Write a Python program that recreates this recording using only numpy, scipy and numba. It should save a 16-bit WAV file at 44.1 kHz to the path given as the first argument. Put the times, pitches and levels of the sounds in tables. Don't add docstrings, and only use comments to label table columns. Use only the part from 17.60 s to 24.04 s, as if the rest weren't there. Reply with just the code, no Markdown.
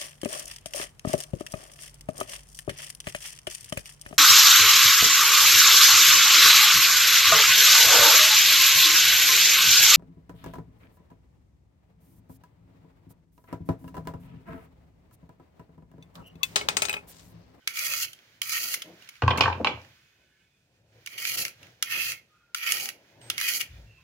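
import sys
import numpy as np
from scipy import signal
from scipy.fft import rfft, irfft, next_fast_len
from scipy.io import wavfile
from scipy.ndimage import uniform_filter1d
from numba import njit

SR = 44100
rng = np.random.default_rng(int(sys.argv[2]) if len(sys.argv) > 2 else 0)


def to_wav(sig):
    pcm = np.clip(np.atleast_2d(sig), -1, 1) * 32767
    pcm = np.round(pcm).astype(np.int16)
    wavfile.write(sys.argv[1], SR, pcm.T)


def boost(x):
    u = np.asarray(x, float) / 20
    return 10 ** u


N = 283871
T = np.arange(N) / SR

# peak in seconds, rumble in dB, rubbing minus rumble in dB, rise and fall in
# seconds for 20 dB.
HANDS = [(.27, -69, 9, .3, .6), (.46, -61, -1, .45, .1), (.84, -66, -4, .35, .6), (1.08, -73, 15, .4, .35),
         (1.29, -65, 12, .13, .2), (2.28, -60, -2, .2, .11), (2.6, -78, 1.5, .35, 1.2),
         (3.21, -65, -10, .17, .9), (3.38, -63.5, -5, .6, .25), (3.82, -54, 5, .3, .12),
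         (4.03, -56, -4, .14, .25), (4.38, -57, 1.5, .22, .3), (4.53, -57.5, 0, .6, .09),
         (5.24, -63.5, 12, .3, .3), (5.6, -57, 1.5, .2, .6), (6.03, -65, 12, .6, .09),
         (6.19, -47, -12, .14, .26)]
STILL_DB = -80
# frequency in Hz, density in dB per Hz.
RUMBLE_SPECTRUM = [(70, -10), (90, -8), (118, 2), (135, -5.5), (180, -13.5)]
# frequency in Hz, density in dB per Hz.
RUB_SPECTRUM = [(94, -32), (160, -6.5), (221, -8.5), (354, -4), (442, -7), (534, -3), (1050, -15),
                (1360, -40.5), (2310, -120)]
# time in seconds, rustle in dB.
SLEEVES = [(0., -64), (.7, -63.5), (1.3, -59), (1.504, -56), (1.61, -61.5), (2.3, -61), (2.62, -69.5),
           (3.032, -78), (3.308, -75), (3.33, -67), (4.1, -59), (4.19, -66), (4.66, -75), (5.42, -67),
           (5.605, -63), (5.62, -56), (6.18, -59), (6.3, -65)]
# frequency in Hz, density in dB per Hz.
RUSTLE_SPECTRUM = [(530, -42.5), (900, -20), (1150, -16.5), (1200, -16), (1530, -8.5), (1950, -9),
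                   (2470, -9), (2660, -15), (3040, -11), (3860, -14), (5040, -15.5), (6800, -19),
                   (7800, -30), (16000, -24.5)]
# time in seconds, thump in dB.
THUMP = [(6.08, -75), (6.1, -48), (6.182, -45.5), (6.42, -72)]
# frequency in Hz, density in dB per Hz.
GRIP_SPECTRUM = [(25, -21.5), (45, -6.5), (65, -1), (85, -14)]
# frequency in Hz, density in dB per Hz.
ROOM_SPECTRUM = [(24, -41), (40, -12), (124, -2.5), (1090, -26), (1520, -17.5), (2210, -28), (2500, -12.5),
                 (2980, -20.5), (5870, -23), (16000, -36.5)]
ROOM_DB = -73.5

# start in seconds, end in seconds, frequency in Hz, level in dB.
SQUEAKS = [(5.605, 5.71, 8250, -57), (0., .06, 3065, -66), (0., .06, 1520, -68), (4.68, 4.85, 1240, -74),
           (4.72, 4.96, 1410, -71), (4.7, 4.9, 2530, -79), (5.47, 5.6, 2560, -76), (5.48, 5.6, 2100, -77),
           (5.62, 5.69, 900, -64), (.21, .39, 570, -57), (1.24, 1.36, 185, -57), (1.25, 1.35, 320, -57.5),
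           (1.23, 1.34, 620, -62), (3.33, 3.42, 470, -69), (6.12, 6.2, 2430, -68), (6.1, 6.2, 3500, -71),
           (6.33, 6.44, 2550, -70), (6.37, 6.44, 1050, -70), (5.12, 5.3, 800, -57), (4.52, 4.63, 2160, -60)]
# start and end in seconds, first and last frequency in Hz,
# level in dB.
GLIDES = [(6.26, 6.44, 2740, 2660, -66), (5.54, 5.62, 850, 1000, -70)]
# frequency in Hz, level in dB.
DRAG_PARTIALS = [(1520, -1), (1740, -3), (2200, -3), (2520, 0), (2790, -7), (3000, -5), (3460, -5)]
DRAG_S, DRAG_DB, DRAG_FADE_DB = (2.25, 2.86), -75.5, 3

# start in seconds, peak in dB, ring in Hz, treble minus peak in dB.
LANDINGS = [(.0739, -14, 2240, -4.5), (.8163, -17, 3050, -3), (3.4609, -31, 2820, .5),
            (3.472, -26.5, 2250, -8), (4.2246, -14.5, 3240, 1), (4.9457, -17.5, 1380, -3),
            (5.6994, -15, 3490, -4)]
# start in seconds, peak in dB, ring in Hz, treble minus peak in dB,
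# left minus right in dB.
SNAGS = [(.1577, -32, 3360, -4, 1), (.1707, -28, 2440, 0, 1), (.191, -26, 2400, 6, 1),
         (.894, -27, 2000, 2, 2), (.926, -27, 1880, 0, 0), (3.5308, -42, 2320, -8, 0),
         (3.5811, -32, 2340, -4, 2), (3.651, -17, 2320, -10, 3), (3.773, -29, 3060, 0, 5),
         (3.79, -27, 2900, 2, 3), (3.8506, -21, 2260, 0, 5), (3.88, -32, 2500, 2, 3),
         (4.3105, -27, 2330, -3, 0), (4.5186, -25, 2180, -1, 6), (4.983, -31, 2750, -5, 0),
         (5.064, -24, 2600, -8, 1), (5.09, -24, 2300, -8, 1), (5.1205, -19, 2800, 7.5, 1),
         (5.14, -25, 2300, -6, 1), (5.169, -25, 3030, -2, 1), (5.1985, -26, 2330, -2, 2),
         (5.256, -27, 2850, 4, 3), (5.2885, -23.5, 2150, -1, .5), (5.7794, -20, 2220, -3, .5),
         (5.8001, -26, 2280, 0, 0), (5.812, -19, 1870, -.5, 1), (6.0101, -19, 2810, -3, 4)]
# start in seconds, peak in dB, ring in Hz, treble minus peak in dB.
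FLAPS = [
    (.5304, -36, 3170, -2),
    (1.1395, -17.5, 2090, 1),
    (1.2189, -25, 3200, -5),
    (1.4885, -32.5, 2200, -4),
    (1.775, -35, 2700, 8),
    (1.787, -41, 2700, 8),
]
# start in seconds, peak in dB, ring in Hz.
TICKS = [(.5886, -46.5, 2660), (1.4223, -42, 2900), (1.445, -50, 4200), (1.474, -45, 2800),
         (1.54, -50, 2200), (1.554, -46, 2150), (1.565, -48, 3000), (2.2153, -48.5, 1510),
         (2.2473, -48, 1733), (2.29, -58, 3500), (2.32, -58, 3400), (4.0292, -38, 2720),
         (4.0685, -46, 2180), (5.614, -47, 2770)]
LAND_PAN_DB, FLAP_PAN_DB, TICK_PAN_DB = .6, 2.1, -3
LAND_RATTLE_S, SNAG_RATTLE_S, FLAP_RATTLE_S, TICK_RATTLE_S = .0045, .0027, .007, .0028
TICK_TREBLE_DB = -12
# frequency in Hz, density in dB per Hz.
TAP_SPECTRUM = [(410, -54.5), (700, -39.5), (1280, -10.5), (3200, -5), (3940, -7.5), (6150, -2),
                (9230, -14), (10800, -1), (12800, -14.5), (16000, -8)]

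# blade lands, bites and leaves the skin in seconds, wet hiss minus pressure at the bite in
# dB, the same at the end in dB.
STROKES = [(.09, .17, .43, 1, 3), (.83, .89, 1.15, 4, 5), (3.49, 3.6, 3.83, -4, 5),
           (4.24, 4.3, 4.51, -5, 3), (4.96, 5.06, 5.25, -4, 5), (5.715, 5.78, 5.98, -5, 7)]
# time in seconds, level in dB.
PRESSURE = [
    [(.09, -53), (.165, -42.5), (.172, -37), (.254, -35.5), (.398, -38), (.45, -35.5), (.46, -46),
     (.486, -52), (.57, -76)],
    [(.83, -50), (.885, -43), (.895, -40), (.981, -28), (.993, -38), (1.125, -40), (1.15, -43),
     (1.182, -47.5), (1.3, -71.5)],
    [(3.49, -60), (3.526, -49), (3.575, -48), (3.582, -38), (3.628, -38), (3.802, -36.5), (3.836, -40.5),
     (3.865, -42), (3.927, -68)],
    [(4.24, -48), (4.298, -39), (4.306, -35.5), (4.324, -30), (4.376, -32.5), (4.505, -38), (4.53, -41),
     (4.636, -84)],
    [(4.96, -43), (5.086, -28), (5.244, -42), (5.27, -47), (5.3, -40.5), (5.312, -54.5), (5.42, -95)],
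    [(5.715, -52), (5.772, -46.5), (5.785, -34.5), (5.879, -30.5), (5.967, -37), (5.985, -44),
     (6.006, -34.5), (6.12, -88)],
]
# time in seconds, length in seconds, depth in dB.
SKIPS = [(3.766, .007, -11), (3.841, .006, -6), (5.117, .004, -6), (5.135, .004, -6), (5.995, .008, -5),
         (.915, .006, -4)]
# frequency in Hz, width in Hz, level in dB.
FRAME_MODES = [(1380, 110, -5.5), (1877, 34, 3), (2270, 160, -3.5), (2480, 170, -4.5), (2815, 200, -3),
               (3026, 200, -7.5), (4250, 200, -9.5), (4500, 130, -6), (4950, 150, -11), (6300, 200, -11),
               (11600, 400, -15)]
# frequency in Hz, density in dB per Hz.
HISS_SPECTRUM = [(2290, -34.5), (3900, -7.5), (4160, -3), (4820, -3), (5490, -9.5), (6440, -3.5),
                 (8560, -14.5), (11000, -4), (13400, -5), (15200, -6.5), (16000, -10)]
# frequency in Hz, gain in dB.
NOTCH = [(900, -1), (3300, 1), (3700, -5), (4050, 0.5), (16000, 1.5)]
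LAND_WET_DB, SLIDE_WET_DB = 4, -5
LIFT_WET_DB, LIFT_S = -3, .03
BITE_HZ, END_HZ, LIFT_HZ = 2280, 2750, 2500
LOAD_DB, LOAD_SHARE = -37, .7

# start in seconds, peak in dB, then low wood, high wood and crack minus peak in dB.
BOUNCES = [(1.62, -16.5, -10, -9, -14), (1.634, -24, -3.5, -5, -15.5), (1.662, -30, -5, -20, -25),
           (1.678, -7, -22, -10, -17), (1.692, -25, -10, -14, -25), (1.705, -17, -6.5, 2, -16),
           (1.711, -18, -6, 0, -18), (1.73, -23, -8, -20, -30), (1.745, -25, -8, -20, -30),
           (1.758, -26, -6, -14, -28), (1.774, -25, -3, -4, -4), (1.781, -19.5, -8, -2, -14),
           (1.797, -21, -10, -20, -22), (1.808, -8.5, -15, 3, -4), (1.82, -22, -10, 3, -14),
           (1.834, -18, -10, 0, -10), (1.855, -13, -14, -14, -25), (1.867, -26, -8, -14, -25),
           (1.879, -13, -17, -22, -22), (1.899, -21, -15, -22, -20), (1.925, -25, -10, -2, -18),
           (1.95, -34, -3, -15, -25), (1.976, -40, 2, -15, -20), (1.999, -46, 20, -18, -13),
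           (2.012, -46, 19, -18, -20), (2.046, -15, -12, 4, -9), (2.064, -20, -9.5, -22, -15),
           (2.0705, -17, -11, 4, -9), (2.09, -32, -2, 0, -12), (2.11, -36, 5, -4, -25),
           (2.172, -40, -3, -15, -25)]
# frequency in Hz, level in dB, decay by 60 dB in seconds.
BOARD_MODES = [(181.5, -8, .06), (230, -3.5, 0.053), (290, -2.5, 0.055), (380, -2, .05), (493, 0, 0.056),
               (593, -1, 0.036), (683, 6.5, 0.015), (814, -6.5, 0.026), (1023, -5, 0.028),
               (926, -4.5, 0.021), (1140, -5, 0.024), (1302, -11, .022), (1528, -5.5, 0.02),
               (1830, -10.5, 0.012), (2100, -5, 0.0092), (2450, -1, 0.01753), (2715, 1, .014),
               (3060, -4.5, .015), (3350, -8.5, 0.012), (3600, -14, 0.014), (4140, -14, .014),
               (4900, -18.5, 0.018)]
EARLY_HZ, LATE_HZ, SHIFT_S = 2470, 2740, 1.91
KNOCK_HZ = 1030

# peak in seconds, lower mode in dB, upper mode in dB.
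BOOM = [(1.638, -22, -23), (1.655, -23, -24), (1.67, -23, -23.5), (1.72, -35, -36), (1.81, -33, -36),
        (1.85, -30, -31.5), (1.89, -30, -48), (1.96, -38, -44), (2.0, -39, -44), (2.14, -45, -41.5)]
BOOM_HZ, BOOM_CREST_S = [86.2, 114], 1.6405
BOOM_RISE_S, BOOM_FALL_S = .012, [.13, .09]

# frequency in Hz, left minus right in dB.
PORTS = [(150, 1.2), (600, 1.6), (1300, 1), (2400, -5.5), (4400, -3), (8000, -1.5), (15000, -1.5)]
ALIKE_HZ = 900
SHARED, LAG_S = 0.16, .00013
TOP_HZ = 15750


def level(x):
    return x / np.sqrt(np.mean(x ** 2))


def on_log_hz(table, hz):
    f, v = np.transpose(table)
    return np.interp(np.log(hz + 1), np.log(f), v)


def colour(x, table, edge_db=30):
    hz = np.arange(2049) * SR / 4096
    below = np.maximum(np.log2(table[0][0] / (hz + 1)), 0)
    above = np.maximum(np.log2((hz + 1) / table[-1][0]), 0)
    gain_db = on_log_hz(table, hz) - np.minimum(edge_db * (below + above), 60)
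    cepstrum = irfft(gain_db * np.log(10) / 20)
    cepstrum[1:2048] *= 2
    cepstrum[2049:] = 0
    response = irfft(np.exp(rfft(cepstrum)))
    return signal.oaconvolve(x, response[None], axes=1)[:, :x.shape[1]]


def ports(x):
    size = next_fast_len(x.shape[1])
    hz = np.arange(size // 2 + 1) * SR / size
    alike = np.clip(SHARED + (1 - SHARED) / (1 + (hz / ALIKE_HZ) ** 2), 0, 1)
    late = np.exp(-1j * np.pi * hz * LAG_S * np.array([[-1], [1]]))
    z = rfft(x, size)
    both = np.sqrt(alike) * late * z[0] + np.sqrt(1 - alike) * z[1:]
    return irfft(both, size)[:, :x.shape[1]]


def pan(db):
    return boost(np.array([db, -db]) / 2)


def curves(tables, off):
    rows = [(tables[0][0][0] - .012, *off(tables[0][0]))]
    for table, after in zip(tables, tables[1:] + [[[N]]]):
        rows += list(table)
        if after[0][0] - table[-1][0] > .05:
            rest = off(table[-1])
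            rows += [(table[-1][0] + .03, *rest), (after[0][0] - .012, *rest)]
    s, *columns = np.transpose(rows)
    return [np.interp(T, s, c) for c in columns]


def swells(s, db, rise_s, fall_s):
    t = T[::64]
    late = t - s[:, None]
    rise, fall = np.reshape(rise_s, (-1, 1)), np.reshape(fall_s, (-1, 1))
    top_db = (db[:, None] - 20 * np.maximum(-late / rise, late / fall)).max(axis=0)
    return np.interp(T, t, top_db)


def walk(rate, count=1):
    k = int(SR / rate)
    held = np.repeat(rng.standard_normal((count, N // k + 1)), k, axis=1)
    return 1.2 * uniform_filter1d(held, k, axis=1)[:, :N]


@njit
def svf(x, hz, width):
    y, band, low, g, k = np.empty(len(x)), 0., 0., 0., 0.
    for i in range(len(x)):
        if i % 32 == 0:
            g, k = np.tan(np.pi * hz[i] / SR), width / hz[i]
        v = (band + g * (x[i] - low)) / (1 + g * (g + k))
        band, low, y[i] = 2 * v - band, low + 2 * g * v, k * v
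    return y


def resonate(streams, hz, width):
    return np.array([svf(x, np.full(len(x), 1. * hz), 1. * width) for x in streams])


def add(out, s, x):
    i = int(s * SR)
    out[:, i:i + x.shape[1]] += x[:, :N - i]


def hands():
    thump_db, = curves([THUMP], lambda row: (-84,))
    rustle_db = np.interp(T, *np.transpose(SLEEVES))
    s, rumble_db, rub_db, rise_s, fall_s = np.transpose(HANDS)
    moves = [np.maximum(swells(s, db, rise_s, fall_s), STILL_DB) for db in (rumble_db, rumble_db + rub_db)]
    levels_db = [thump_db] + moves + [rustle_db, ROOM_DB]
    spectra = GRIP_SPECTRUM, RUMBLE_SPECTRUM, RUB_SPECTRUM, RUSTLE_SPECTRUM, ROOM_SPECTRUM
    out = 0
    for db, spectrum, flicker_db in zip(levels_db, spectra, 1.8 * walk(15, count=5)):
        noise = ports(rng.standard_normal((3, N)))
        out = out + boost(db + flicker_db) * level(colour(noise, spectrum))
    return out


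def drag(count=3):
    rows = []
    for hz, db in DRAG_PARTIALS:
        shift, pitch, span = rng.random((count, 3)).T
        when = (np.arange(count) + shift) / count
        s = np.interp(when, [0, 1], DRAG_S)
        hz = hz * (1 + .03 * (pitch - .5))
        rows += zip(s, s + .15 + .12 * span, hz, hz, DRAG_DB + db - DRAG_FADE_DB * when)
    return rows


def squeaks():
    out, t = np.zeros((1, N)), T[:SR]
    steady = [(start, end, hz, hz, db) for start, end, hz, db in SQUEAKS]
    for start, end, first_hz, last_hz, db in steady + GLIDES + drag():
        length_s = end - start
        noise = rng.standard_normal(SR)
        waver, flicker = walk(7, count=2)[:, :SR]
        gate = np.clip(np.minimum(t, length_s - t) / 0.026, 0, 1)
        hz = np.interp(t, [0, length_s], [first_hz, last_hz]) * (1 + .003 * waver)
        tone = level(svf(noise, hz, 20 + first_hz / 200))
        add(out, start, (boost(db + 1.2 * flicker) * gate * tone)[None])
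    return out


def taps():
    out, t = np.zeros((2, N)), T[:4000]
    split = [signal.butter(3, 4500, kind, fs=SR, output="sos") for kind in ("low", "high")]
    rows = [(*r, LAND_PAN_DB, LAND_RATTLE_S) for r in LANDINGS]
    rows += [(*r, SNAG_RATTLE_S) for r in SNAGS]
    rows += [(*r, FLAP_PAN_DB, FLAP_RATTLE_S) for r in FLAPS]
    rows += [(*r, TICK_TREBLE_DB, TICK_PAN_DB, TICK_RATTLE_S) for r in TICKS]
    for s, db, hz, treble_db, pan_db, rattle_s in rows:
        decay = np.exp(-(t / rattle_s) ** 2) + .25 * np.exp(-t / 0.015)
        rattle = np.minimum(t / 0.0009, 1) * decay
        x = colour(ports(rng.standard_normal((3, len(t)))) * rattle, TAP_SPECTRUM)
        x = x + boost(6) * resonate(x, hz, 250)
        frame = sum(boost(mode_db) * resonate(x, f, width) for f, width, mode_db in FRAME_MODES[:6:2])
        x = x + boost(-1.5) * frame
        low, high = (level(signal.sosfilt(sos, x)) for sos in split)
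        add(out, s, boost(db - 19.5) * pan(pan_db)[:, None] * (low + boost(treble_db) * high))
    return out


def travel():
    rows = []
    for land, bite, leave, bite_db, end_db in STROKES:
        rows += [(land, bite_db + LAND_WET_DB, BITE_HZ),
                 ((land + bite) / 2, bite_db + SLIDE_WET_DB, BITE_HZ),
                 (bite, bite_db, BITE_HZ),
                 (leave, end_db, END_HZ),
                 (leave + LIFT_S, LIFT_WET_DB, LIFT_HZ)]
    s, wet_db, hz = np.transpose(rows)
    return np.interp(T, s, wet_db), np.interp(T, s, hz)


def scrape():
    press_db, = curves(PRESSURE, lambda row: (-95,))
    on = press_db > -94
    press_db = press_db + sum(db * np.exp(-((T - s) / length_s) ** 2) for s, length_s, db in SKIPS)
    press_db, hiss_db, frame_hz = (c[on] for c in (press_db, *travel()))
    hiss_db = hiss_db - LOAD_SHARE * np.maximum(press_db - LOAD_DB, 0)
    slips = rng.standard_normal((3, N))[:, on] * boost(2.2 * rng.exponential(size=(3, N))[:, on])
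    slips = ports(level(slips) * boost(1.5 * walk(110) + 1.8 * walk(250, count=3))[:, on])
    count = len(FRAME_MODES)
    drift = 1 + (.015 * walk(14, count=count) + .025 * walk(3, count=count))[:, on]
    swell_db = (1.8 * walk(30, count=count) + 1.5 * walk(4, count=count))[:, on]
    ring = 0
    for k, (hz, width, db) in enumerate(FRAME_MODES):
        near_db = 6 * np.exp(-((hz - frame_hz) / 300) ** 2)
        centre = hz * drift[k]
        mode = np.array([svf(svf(x, centre, 1.3 * width), centre, 3.8 * width) for x in slips])
        ring = ring + boost(db + swell_db[k] + near_db) * mode
    spray = colour(slips * boost(0.6 * walk(40)[:, on]), HISS_SPECTRUM)
    bands = 4300 * 1.27 ** np.arange(6)
    patch_db = 2.2 * walk(30, count=len(bands))[:, on]
    hiss = level(sum(boost(db) * resonate(spray, hz, 0.33 * hz) for hz, db in zip(bands, patch_db)))
    out = np.zeros((2, N))
    out[:, on] = colour(boost(press_db) * (boost(1.6) * level(ring) + boost(hiss_db + 2.5) * hiss), NOTCH)
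    return out


def bounces():
    out, t = np.zeros((2, N)), T[:7000]
    hz, mode_db, t60 = np.transpose(BOARD_MODES)[:, :, None]
    group = np.digitize(hz[:, 0], [780, 1950])
    crack = [(250, -12), (1700, -5), (4200, -2.5), (7000, -17), (9000, -32), (15000, -32)]  # (Hz, dB)
    for s, db, low_db, high_db, crack_db in BOUNCES:
        best_hz = EARLY_HZ if s < SHIFT_S else LATE_HZ
        chance = rng.standard_normal((4, len(hz), 1))
        struck_db = 3 * np.exp(-((hz - best_hz) / 250) ** 2) + 3 * np.exp(-((hz - KNOCK_HZ) / 150) ** 2)
        struck_db = struck_db + 1.5 * chance[0]
        fade = boost(mode_db + struck_db) * np.exp(-np.log(1000) * t / t60) * np.minimum(t / 0.0006, 1)
        turn = 2 * np.pi * hz * (1 + 0.033 * chance[1]) * t + 3 * chance[2]
        lag = chance[3] * (.15 + hz / 5000)
        modes = np.array([fade * np.sin(turn + lag), fade * np.sin(turn - lag)])
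        contacts = rng.standard_normal(len(t)) * (rng.random(len(t)) < .08)
        contacts = contacts * (np.exp(-t / 0.003) + 0.04 * np.exp(-t / 0.028))
        parts = []
        for k in range(3):
            wood = signal.fftconvolve(modes[:, group == k].sum(1), contacts[None], axes=1)
            parts.append(wood[:, :len(t)])
        burst = rng.standard_normal((2, len(t))) * (np.exp(-t / .003) + 0.25 * np.exp(-t / 0.03))
        parts.append(colour(burst, crack))
        parts_db = low_db + 2.2, 0, high_db, crack_db + 2.5
        blow = sum(boost(d) * p / np.abs(p).max() for d, p in zip(parts_db, parts))
        add(out, s, boost(db + 1.5) * blow)
    return out


def counter():
    s, *blows_db = np.transpose(BOOM)
    wander = np.cumsum(0.06 * walk(25, count=2), axis=1)
    wander = wander - wander[:, [int(BOOM_CREST_S * SR)]]
    out = 0
    for hz, db, fall_s, w in zip(BOOM_HZ, blows_db, BOOM_FALL_S, wander):
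        boom = np.cos(2 * np.pi * hz * (T - BOOM_CREST_S + w / SR))
        out = out + np.sqrt(2) * boost(swells(s, db, BOOM_RISE_S, fall_s)) * boom
    return out


def kitchen(x, t60_low=0.32, t60_high=0.17):
    t = T[:22000]
    noise = ports(rng.standard_normal((3, len(t))))
    low = signal.sosfilt(signal.butter(1, 2500, fs=SR, output="sos"), noise)
    high = noise - low
    tail = low * np.exp(-np.log(1000) * t / t60_low) + high * np.exp(-np.log(1000) * t / t60_high)
    tail *= np.clip((t - .003) / 0.0014, 0, 1)
    tail = tail / np.sqrt((tail ** 2).sum(1, keepdims=True))
    return signal.fftconvolve(x, tail, axes=1)[:, :N]


def scene():
    background = hands() + squeaks()
    peeler = taps() + scrape()
    board = bounces()
    room = kitchen(boost(-14) * peeler + boost(-7.5) * board)
    return background + peeler + board + counter() + room


def roll_off(x):
    return signal.sosfilt(signal.butter(12, 16950, fs=SR, output="sos"), x)


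def record(dry):
    size = next_fast_len(N)
    hz = np.arange(size // 2 + 1) * SR / size
    x = irfft(rfft(dry, size) * pan(on_log_hz(PORTS, hz)), size)[:, :N]
    x = signal.sosfilt(signal.ellip(10, .2, 75, TOP_HZ, fs=SR, output="sos"), x)
    x = signal.sosfilt(signal.butter(3, 55, "high", fs=SR, output="sos"), x)
    return roll_off(np.clip(x, -1, 1))


dry = scene()
out = record(dry)
to_wav(out)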